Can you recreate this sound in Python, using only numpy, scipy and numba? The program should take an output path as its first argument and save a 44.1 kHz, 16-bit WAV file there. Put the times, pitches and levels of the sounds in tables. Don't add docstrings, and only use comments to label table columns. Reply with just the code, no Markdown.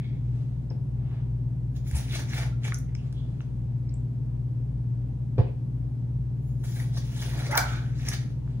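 import sys
import numpy as np
from scipy import signal
from scipy.fft import rfft, irfft
from scipy.io import wavfile
from numba import njit

SR = 44100
rng = np.random.default_rng(int(sys.argv[2]) if len(sys.argv) > 2 else 0)


def wav_out(sig):
    wavfile.write(sys.argv[1], SR, np.round(np.clip(np.atleast_2d(sig).T, -1, 1) * 32767).astype(np.int16))


N = 379260
TIME = np.arange(N) / SR

# pitch_hz, level_db (rms, before it wavers)
HUM_TONES = [(56.55, -47), (59.24, -39.7), (119.95, -31.2), (137.02, -36.7), (164.86, -56), (236.09, -65),
             (239.91, -60), (256.97, -57.5), (295.43, -68), (395.84, -69)]
# freq_hz, density_db (per Hz)
AIR_SPECTRUM = [(15, -28), (35, -17), (65, -4.5), (145, -1), (185, -7), (290, -14.5), (420, -23.5),
                (620, -30.5), (900, -33.5), (1200, -42.5), (3000, -51.5), (7500, -59), (11000, -60),
                (15000, -73)]
# freq_hz, likeness (1 = same on both sides, 0 = unrelated)
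AIR_LIKENESS = [(40, 0.96), (130, 0.77), (260, 0.62), (500, 0), (1000, 0), (4000, 0.0022), (15000, 0.42)]
# freq_hz, t60_s
ROOM_T60 = [(150, 0.12), (500, .42), (2000, 0.41), (6000, 0.3), (14000, 0.17)]
# freq_hz, level_db
ROOM_LEVEL = [(100, -13), (300, -1.5), (800, 0.5), (2500, -5.5), (7000, 2.5), (14000, -3)]
# freq_hz, density_db (per Hz)
CLOTH_SPECTRUM = [(300, 0), (700, 8), (1200, 0.5), (2200, -1.5), (3500, -2), (5000, -9), (7000, -12),
                  (12000, -19.5), (16000, -23)]
# peak_s, level_db, rise_s, fall_s, upper_edge_hz
BRUSHES = [(.36, -62, .3, 0.34, 9000), (1.12, -57.5, .25, 0.24, 2990), (3.05, -64, .35, 1, 9040),
           (3.42, -62, .04, 0.052, 4970), (8.5, -66, .24, .4, 9000)]
# start_s, splat_db, thud_db
DROPS = [(.705, -41.5, -45.5), (5.3799, -25.5, -11), (5.3984, -31.5, -33)]
# pitch_hz, level_db, t60_s
CUP_MODES = [(218, 0, .1), (265, -2, .09), (343, -1, .08), (445, 5, .075), (510, 5.5, .08), (600, -1, .06),
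             (727, 0, .065), (860, -5, .06), (1000, -4, .06), (1650, -17, .08), (2470, -20, .1)]
# freq_hz, density_db (per Hz)
SLAP_SPECTRUM = [(200, 10), (900, -3), (1500, -12), (2600, -22), (3500, -21.5), (4900, -23), (5800, -35.5),
                 (7000, -47.5), (15000, -52)]
# freq_hz, density_db (per Hz)
SQUELCH_SPECTRUM = [(1200, -8), (1900, -0.5), (2500, -4), (4000, -9.5), (4700, -29), (9000, -45.5)]
# peak_s, level_db, rise_s, fall_s, pitch_hz
SQUEEZES = [(.04, -58.5, .4, 0.25, 2220), (.05, -62.5, 0.28, 0.18, 3280), (2.682, -45, 0.024, .02, 3620),
            (2.89, -59, .012, .029, 2130), (2.99, -61, .04, 0.075, 2700), (3.17, -60.5, .05, 0.13, 3340),
            (3.91, -69, .12, .08, 2240), (5.48, -60.5, 0.084, .06, 2510), (8.07, -53, .07, .04, 5800)]
# start_s, level_db (peak), start_pitch_hz, swell_s
POCKETS = [(2.525, -51, 1330, .004), (2.728, -40, 1400, .003), (7.491, -35, 565, 0.01),
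           (7.510, -37, 1930, .005), (7.524, -26.5, 2000, 0.0033), (7.529, -28, 830, .003),
           (7.541, -27, 1450, 0.0038), (7.552, -33, 2330, 0.0018), (7.551, -32, 588, 0.0069),
           (7.556, -26, 908, .003), (7.572, -26, 1450, .004), (7.576, -23, 2245, .002),
           (7.579, -27, 1680, .002), (7.578, -29, 711, 0.0038), (7.600, -33, 870, .003),
           (7.607, -27.5, 1500, 0.0043), (7.665, -40, 2280, .002), (7.665, -43, 2050, .002)]
# pitch_hz (once risen), width_hz, level_db
CAVITY_MODES = [(600, 100, -7), (750, 120, -0.5), (894, 140, -1.5), (1100, 150, -3.5), (1333, 110, 3.5),
                (1510, 140, 4.5), (1780, 160, -8), (2070, 160, -7), (2350, 120, -13)]
# pitch_hz, width_hz (first of two resonances), level_db
HOLLOW_MODES = [(1336, 130, -3.5), (1510, 110, 3), (2360, 140, -15)]
SNAPS = [(0.701, -50, 5330, 700, 0.0036), (1.912, -39, 9000, 8000, 0.0021), (1.911, -41, 2010, 700, .002),
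         (2.633, -42, 3020, 4000, .004), (2.721, -26, 1450, 900, .002), (2.740, -35.5, 11000, 4000, 0.0034),
         (2.744, -26.5, 5900, 1400, 0.0013), (2.786, -36.5, 11000, 5000, .002),
         (2.951, -39.5, 2200, 1500, 0.0025), (2.95, -41.5, 5750, 1800, .002),
         (3.126, -46.5, 3500, 8000, 0.0025), (3.405, -40, 1850, 1500, .003),
         (3.410, -55.5, 6300, 1300, 0.0093), (3.892, -50, 5120, 2000, .003),
         (3.938, -48, 7850, 1200, 0.0052), (7.510, -39, 5760, 1100, .002), (7.553, -24, 5600, 1500, 0.0022),
         (7.558, -25, 14500, 2500, .002), (7.571, -34, 6200, 1000, .002), (7.573, -17, 14600, 3000, .003),
         (7.574, -19, 7500, 11000, 0.0024), (7.577, -20, 4000, 800, .003), (7.577, -20, 8500, 12000, .003),
         (7.572, -17, 14600, 3000, 0.0026), (8.084, -29, 2200, 900, 0.0017),
         (8.087, -21.5, 10400, 5000, .002), (8.084, -25, 6030, 1400, 0.0044),
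         (8.116, -31, 1900, 1600, 0.0017), (8.476, -50, 1100, 1200, .002)]
# freq_hz, density_db
JUICE_SPECTRUM = [(300, -7), (520, 1), (850, 2.5), (1200, -6.5), (1900, -4), (3000, -18)]
# pitch_hz, width_hz (first of two resonances), level_db
SPOON_MODES = [(1710, 200, -9), (4000, 220, -19), (6940, 150, 1), (10750, 600, -3.5), (13950, 200, 0.5),
               (15300, 400, -3)]
# peak_s, level_db (ring), rise_s, fall_s, rustle_db (relative to the ring)
SKIMS = [(1.765, -61.5, 0.037, 0.038, 5.5), (1.88, -53.5, 0.038, 0.037, 2), (6.485, -68, 0.13, 0.11, -9.5),
         (6.70, -54, 0.088, 0.18, -4.5)]
# freq_hz, density_db (per Hz)
CRUNCH_SPECTRUM = [(250, 8.5), (500, 1), (800, -3.5), (1050, -11.5), (1550, 1), (2300, 1), (2850, -4.5),
                   (3500, 2.5), (4700, -1.5), (6100, 0), (8400, -12), (10400, -2), (12600, -14.5),
                   (14600, -7)]
# body_db, sparkle_db, slit_db, juice_db
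PUSHES = [(1.955, -47, .07, 0.19, 2380, -4, 2.5, -2, -7), (2.155, -41.5, 0.11, 0.076, 2380, -1, -2, 1, -17),
          (2.195, -48.5, .03, .05, 1700, 0, 1, 2, 2.5), (2.385, -42.5, 0.14, 0.1, 1890, -1, -3, 2.5, -10),
          (2.43, -53, .04, 0.052, 1550, 8, -2, 7, 9), (2.652, -46.5, 0.033, 0.032, 2240, 0.5, -6, 4, -2),
          (2.682, -48.5, 0.035, 0.016, 2500, 6.5, -1, 4, -1),
          (6.640, -49, .005, 0.039, 2000, -6, 4.5, -13, -0.5),
          (6.795, -50.5, .14, 0.12, 3200, -2, 2.5, -13, -5),
          (6.975, -42, 0.047, 0.019, 3420, -3.5, -1, -7, -2.5),
          (7.05, -57.5, .18, 0.67, 2350, -6, 0, -4, -9), (7.218, -43, 0.083, 0.15, 3200, -4, 1.5, -4, -10),
          (7.395, -49.5, 0.33, 0.23, 3400, 3.5, -0.5, -1.5, 2),
          (7.513, -43, .01, .036, 3300, 3, -1, -1.5, 7), (7.578, -27, .0066, 0.004, 3780, -3, -2.5, 3, -10),
          (7.69, -50.5, .13, 0.24, 3700, 3.5, -4, 1, -0.5),
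          (8.09, -47, 0.18, 0.19, 1750, -2.5, -4.5, -1, -10),
          (8.122, -40.5, .0077, 0.011, 1900, 0, -7, 5, -11),
          (8.138, -36.5, .022, 0.015, 1850, -5.5, -4, 4, -14)]

AIR_DB = -38.5
CUTOFF_HZ = 15700
MOVE_RANGE_DB, MOVE_ROUNDNESS = 21.5, 1.04
SEEP_WIDTH_HZ = 520
POCKET_GLIDE = 0.041
SLURP_DB, SLURP_AT_S, SLURP_RISE_S, SLURP_FALL_S = -29, 7.545, 0.052, 0.13
SLURP_GLIDE, SLURP_GLIDE_S = 0.063, 0.04
SLOSH = 0.035
HOLLOW_DB, HOLLOW_DELAY_S, HOLLOW_RISE_S, HOLLOW_FALL_S = -40, 0.1, 0.1, 0.22
JUICE_POPS_PER_S, JUICE_Q = 380, 12
DEEPEN_DB_PER_S = 13
SLIT_WIDTH_HZ, SLIT_SINK_OCT_PER_S, SLIT_WOBBLE_OCT = 1320, 0.97, 0.18


def from_db(db):
    return np.exp(np.log(10) / 20 * np.asarray(db))


def rms_one(x):
    return x / np.sqrt(np.mean(x ** 2) + 1e-20)


def at_hz(points, hz):
    freqs, values = np.transpose(points)
    return np.interp(np.log(np.maximum(hz, 1)), np.log(freqs), values)


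def colour(x, spectrum):
    hz = np.fft.rfftfreq(x.shape[-1], 1 / SR)
    shaped = rfft(x) * from_db(at_hz(spectrum, hz))
    return rms_one(irfft(shaped, x.shape[-1]))


def drift(rate_hz):
    knots = np.arange(0, N / SR + 1, 1 / rate_hz)
    return np.interp(TIME, knots, rng.standard_normal(len(knots)))


def band_pass(x, order, low_hz, high_hz):
    return signal.sosfilt(signal.butter(order, [low_hz, high_hz], "band", fs=SR, output="sos"), x)


def resonate(x, hz, width_hz):
    hz = min(hz, 0.45 * SR)
    return signal.lfilter(*signal.iirpeak(hz, hz / min(width_hz, SR / 3), fs=SR), x + 1e-18)


@njit
def two_pole(x, angle, radius):
    out = np.zeros(len(x))
    for i in range(2, len(x)):
        drive = (1 - radius ** 2) / 2 * (x[i] - x[i - 2])
        out[i] = drive + 2 * radius * np.cos(angle[i]) * out[i - 1] - radius ** 2 * out[i - 2]
    return out


def glide(x, hz, width_hz):
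    return two_pole(x, 2 * np.pi * hz / SR, np.exp(-np.pi * width_hz / SR))


def grains(per_s, spread_db):
    born = rng.random(N) < per_s / SR
    size_db = spread_db * np.minimum(rng.exponential(1, N), 4)
    return born * rng.choice([-1, 1], N) * from_db(size_db)


def add(track, s, sound):
    start = max(round(s * SR), 0)
    track[start:start + len(sound)] += sound[:N - start]


def swell(hz, rise_s, glide=0., steepness=1):
    t = TIME[:SR // 4]
    age = t / rise_s
    pitch = hz * (1 + glide * np.tanh(age / 2))
    envelope = (age * np.exp(1 - age)) ** steepness
    return envelope * np.sin(2 * np.pi * np.cumsum(pitch) / SR)


def movement(s, db, rise_s, fall_s):
    away = np.maximum((s - TIME) / rise_s, (TIME - s) / fall_s)
    return from_db(db - MOVE_RANGE_DB * np.clip(away, 0, 10) ** MOVE_ROUNDNESS)


def air():
    hz = np.fft.rfftfreq(N, 1 / SR)
    alike = np.clip(at_hz(AIR_LIKENESS, hz), -1, 1)
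    mid, side = rfft(rng.standard_normal((2, N)))
    pair = np.sqrt(1 + alike) * mid + np.sqrt(1 - alike) * side * [[1], [-1]]
    return from_db(AIR_DB) * colour(irfft(pair, N), AIR_SPECTRUM)


def motor():
    out = np.zeros(N)
    for hz, db in HUM_TONES:
        phase = 2 * np.pi * (hz * TIME + rng.random()) + 0.071 * drift(3.3)
        out += np.sqrt(2) * from_db(db + 1.4 * drift(6.1)) * np.sin(phase)
    return out


def kitchen(x):
    t = TIME[:SR // 2]
    edges = np.geomspace(60, 17000, 11)
    onset = 1 - np.exp(-(t / 0.00042) ** 2)
    tail = np.zeros((2, len(t)))
    for low, high in zip(edges, edges[1:]):
        hz = np.sqrt(low * high)
        band = band_pass(rng.standard_normal(tail.shape), 2, low, high)
        band = band * from_db(-60 * t / at_hz(ROOM_T60, hz)) * onset
        bandwidth_gain = np.sqrt(2 * (high - low) / SR / len(t))
        tail += from_db(at_hz(ROOM_LEVEL, hz)) * rms_one(band) * bandwidth_gain
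    return signal.fftconvolve(x[None], tail, axes=1)[:, :N]


def sleeve():
    rub = colour(grains(per_s=6500, spread_db=2.0), CLOTH_SPECTRUM) * from_db(2.4 * drift(30))
    out = np.zeros(N)
    for s, db, rise_s, fall_s, edge_hz in BRUSHES:
        low_pass = signal.butter(2, min(edge_hz, SR / 3), fs=SR, output="sos")
        out += movement(s, db, rise_s, fall_s) * signal.sosfilt(low_pass, rub)
    return out


def melon():
    out = np.zeros(N)
    add(out, 1.92, from_db(-19.0) * swell(hz=71.0, rise_s=0.024, steepness=2.7))
    return out


def chunks():
    out, t = np.zeros(N), TIME[:SR // 2]
    for s, splat_db, thud_db in DROPS:
        slap = colour(rng.standard_normal(len(t)), SLAP_SPECTRUM) * from_db(-60 * t / 0.08)
        squelch = colour(rng.standard_normal(len(t)), SQUELCH_SPECTRUM)
        squelch = squelch * from_db(-60 * t / 0.27 + 2.5 * drift(120)[:len(t)])
        cup = sum(from_db(db - 60 * t / t60) * np.sin(2 * np.pi * hz * t) for hz, db, t60 in CUP_MODES)
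        cup = cup * (1 - np.exp(-t / 0.0056))
        contact = 1 - np.exp(-(t / 0.00081) ** 2)
        splat = from_db(-0.5) * slap + from_db(-0.5) * cup + from_db(-23.5) * squelch
        add(out, s, from_db(splat_db) * contact * splat)
        add(out, s, from_db(thud_db) * swell(hz=149.6, rise_s=0.0205, glide=-0.57, steepness=5.5))
    return out


def seeping():
    fizz = grains(per_s=2500, spread_db=3.0)
    out = np.zeros(N)
    for s, db, rise_s, fall_s, hz in SQUEEZES:
        gap = resonate(resonate(fizz, hz, SEEP_WIDTH_HZ), hz, 2 * SEEP_WIDTH_HZ)
        out += movement(s, db, rise_s, fall_s) * rms_one(gap)
    return out


def pockets():
    out = np.zeros(N)
    for s, db, hz, rise_s in POCKETS:
        add(out, s, from_db(db) * swell(hz, rise_s, glide=POCKET_GLIDE))
    return out


def slurp():
    pops = grains(per_s=800, spread_db=2) * from_db(3 * drift(120))
    lift = 1 + SLURP_GLIDE * np.tanh(np.minimum(TIME - SLURP_AT_S, 0) / SLURP_GLIDE_S)
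    gurgle = np.zeros(N)
    for k, (hz, width, db) in enumerate(CAVITY_MODES):
        pitch = hz * lift * (1 + SLOSH * drift(60))
        gurgle += (-1) ** k * from_db(db) * glide(pops, pitch, width)
    froth = from_db(-13.5) * grains(per_s=4000, spread_db=-3.5)
    gurgle = band_pass(gurgle + froth, 3, 480, 2400)
    hollow = sum(from_db(db) * resonate(resonate(pops, hz, width), hz, 2 * width)
                 for hz, width, db in HOLLOW_MODES)
    gurgle_gain = movement(SLURP_AT_S, SLURP_DB, SLURP_RISE_S, SLURP_FALL_S)
    hollow_gain = movement(SLURP_AT_S + HOLLOW_DELAY_S, HOLLOW_DB, HOLLOW_RISE_S, HOLLOW_FALL_S)
    return gurgle_gain * rms_one(gurgle) + hollow_gain * rms_one(hollow)


def snaps():
    out, t = np.zeros(N), TIME[:SR // 8]
    for s, db, hz, width_hz, length_s in SNAPS:
        low = np.hypot(hz, width_hz / 2) - width_hz / 2
        high = low + 0.8 * width_hz
        crackle = rng.standard_normal(len(t)) * (t / length_s) ** 2 * np.exp(-4.5 * t / length_s)
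        burst = band_pass(crackle + 1e-18, 2, min(low, 0.4 * SR), min(high, 0.45 * SR))
        add(out, s, from_db(db) * burst / np.abs(burst).max())
    return out


def juice():
    pitches = np.geomspace(480, 1900, 14)
    pops = np.zeros(N)
    for hz in pitches:
        clicks = grains(per_s=JUICE_POPS_PER_S / len(pitches), spread_db=2.5)
        pops += resonate(clicks, hz, hz / JUICE_Q)
    return colour(pops, JUICE_SPECTRUM)


def sliding(rustle):
    rub = grains(per_s=2700, spread_db=3.0)
    ring = rms_one(sum(from_db(db) * resonate(resonate(rub, hz, width), hz, 3 * width)
                       for hz, width, db in SPOON_MODES))
    return sum(movement(s, db, rise_s, fall_s) * (ring + from_db(rustle_db) * rustle)
               for s, db, rise_s, fall_s, rustle_db in SKIMS)


def wet_crunch(patchy_db, tick_db, grit_db):
    surge = from_db(3.3 * drift(90) + 1.3 * drift(35))
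    grit = from_db(grit_db) * rms_one(grains(per_s=88, spread_db=3.5))
    ranges = np.zeros((3, N))
    for hz in np.geomspace(300, 15000, 22):
        cells = rms_one(grains(per_s=1800, spread_db=3.0)) * surge * from_db(patchy_db * drift(45))
        ticks = from_db(tick_db) * rms_one(grains(per_s=70, spread_db=4.0))
        which = np.searchsorted([2700, 7500], hz)
        ranges[which] += resonate(resonate(cells + ticks + grit, hz, 0.26 * hz), hz, 0.3 * hz)
    return [colour(part, CRUNCH_SPECTRUM) for part in ranges]


def spoon(low, high, top):
    crunch_power, body_power, top_power, slit_power, juice_power, octaves = np.zeros((6, N))
    for s, db, rise_s, fall_s, slit_hz, body_db, sparkle_db, slit_db, juice_db in PUSHES:
        power = movement(s, db, rise_s, fall_s) ** 2
        age = np.clip(TIME - s, -rise_s, fall_s)
        crunch_power += power
        body_power += power * from_db(body_db + DEEPEN_DB_PER_S * age) ** 2
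        top_power += power * from_db(sparkle_db) ** 2
        slit_power += power * from_db(slit_db) ** 2
        juice_power += power * from_db(juice_db) ** 2
        octaves += power * (np.log2(slit_hz) - SLIT_SINK_OCT_PER_S * age)
    pitch = 2 ** (octaves / crunch_power + SLIT_WOBBLE_OCT * drift(70))
    cells = grains(per_s=1500, spread_db=3) * from_db(3.9 * drift(110))
    slit = rms_one(glide(glide(cells, pitch, SLIT_WIDTH_HZ), pitch, SLIT_WIDTH_HZ))
    return (from_db(2.0) * np.sqrt(body_power) * low
            + from_db(0.26) * np.sqrt(crunch_power) * high
            + from_db(-4.0) * np.sqrt(top_power) * top
            + from_db(-1.1) * np.sqrt(slit_power) * slit
            + np.sqrt(juice_power) * juice())


def scene():
    steady = motor() + air()
    low, high, top = wet_crunch(patchy_db=4, tick_db=-6, grit_db=-1.5)
    skim = sliding(rms_one(low + high))
    work = skim + spoon(low, high, top) + melon() + seeping() + sleeve()
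    cracks, landings, gurgle, plops = snaps(), chunks(), slurp(), pockets()

    lag_s, spoon_pan_db, hum_pan_db = 0.000115, 0.2, 0.85
    near = work + landings + plops + from_db(-2.5) * gurgle + from_db(3.5) * cracks
    left = np.roll(near, round(lag_s * SR))
    direct = np.array([left, near]) * from_db([[-spoon_pan_db], [spoon_pan_db]])

    send = (work + from_db(-1) * landings + from_db(-2) * cracks
            + from_db(0.5) * plops + from_db(4) * gurgle)
    return direct + kitchen(send) + steady * from_db([[hum_pan_db], [-hum_pan_db]])


def record(dry):
    return signal.sosfilt(signal.ellip(10, 0.1, 80, CUTOFF_HZ, fs=SR, output="sos"), dry)


dry = scene()
out = record(dry)
wav_out(out)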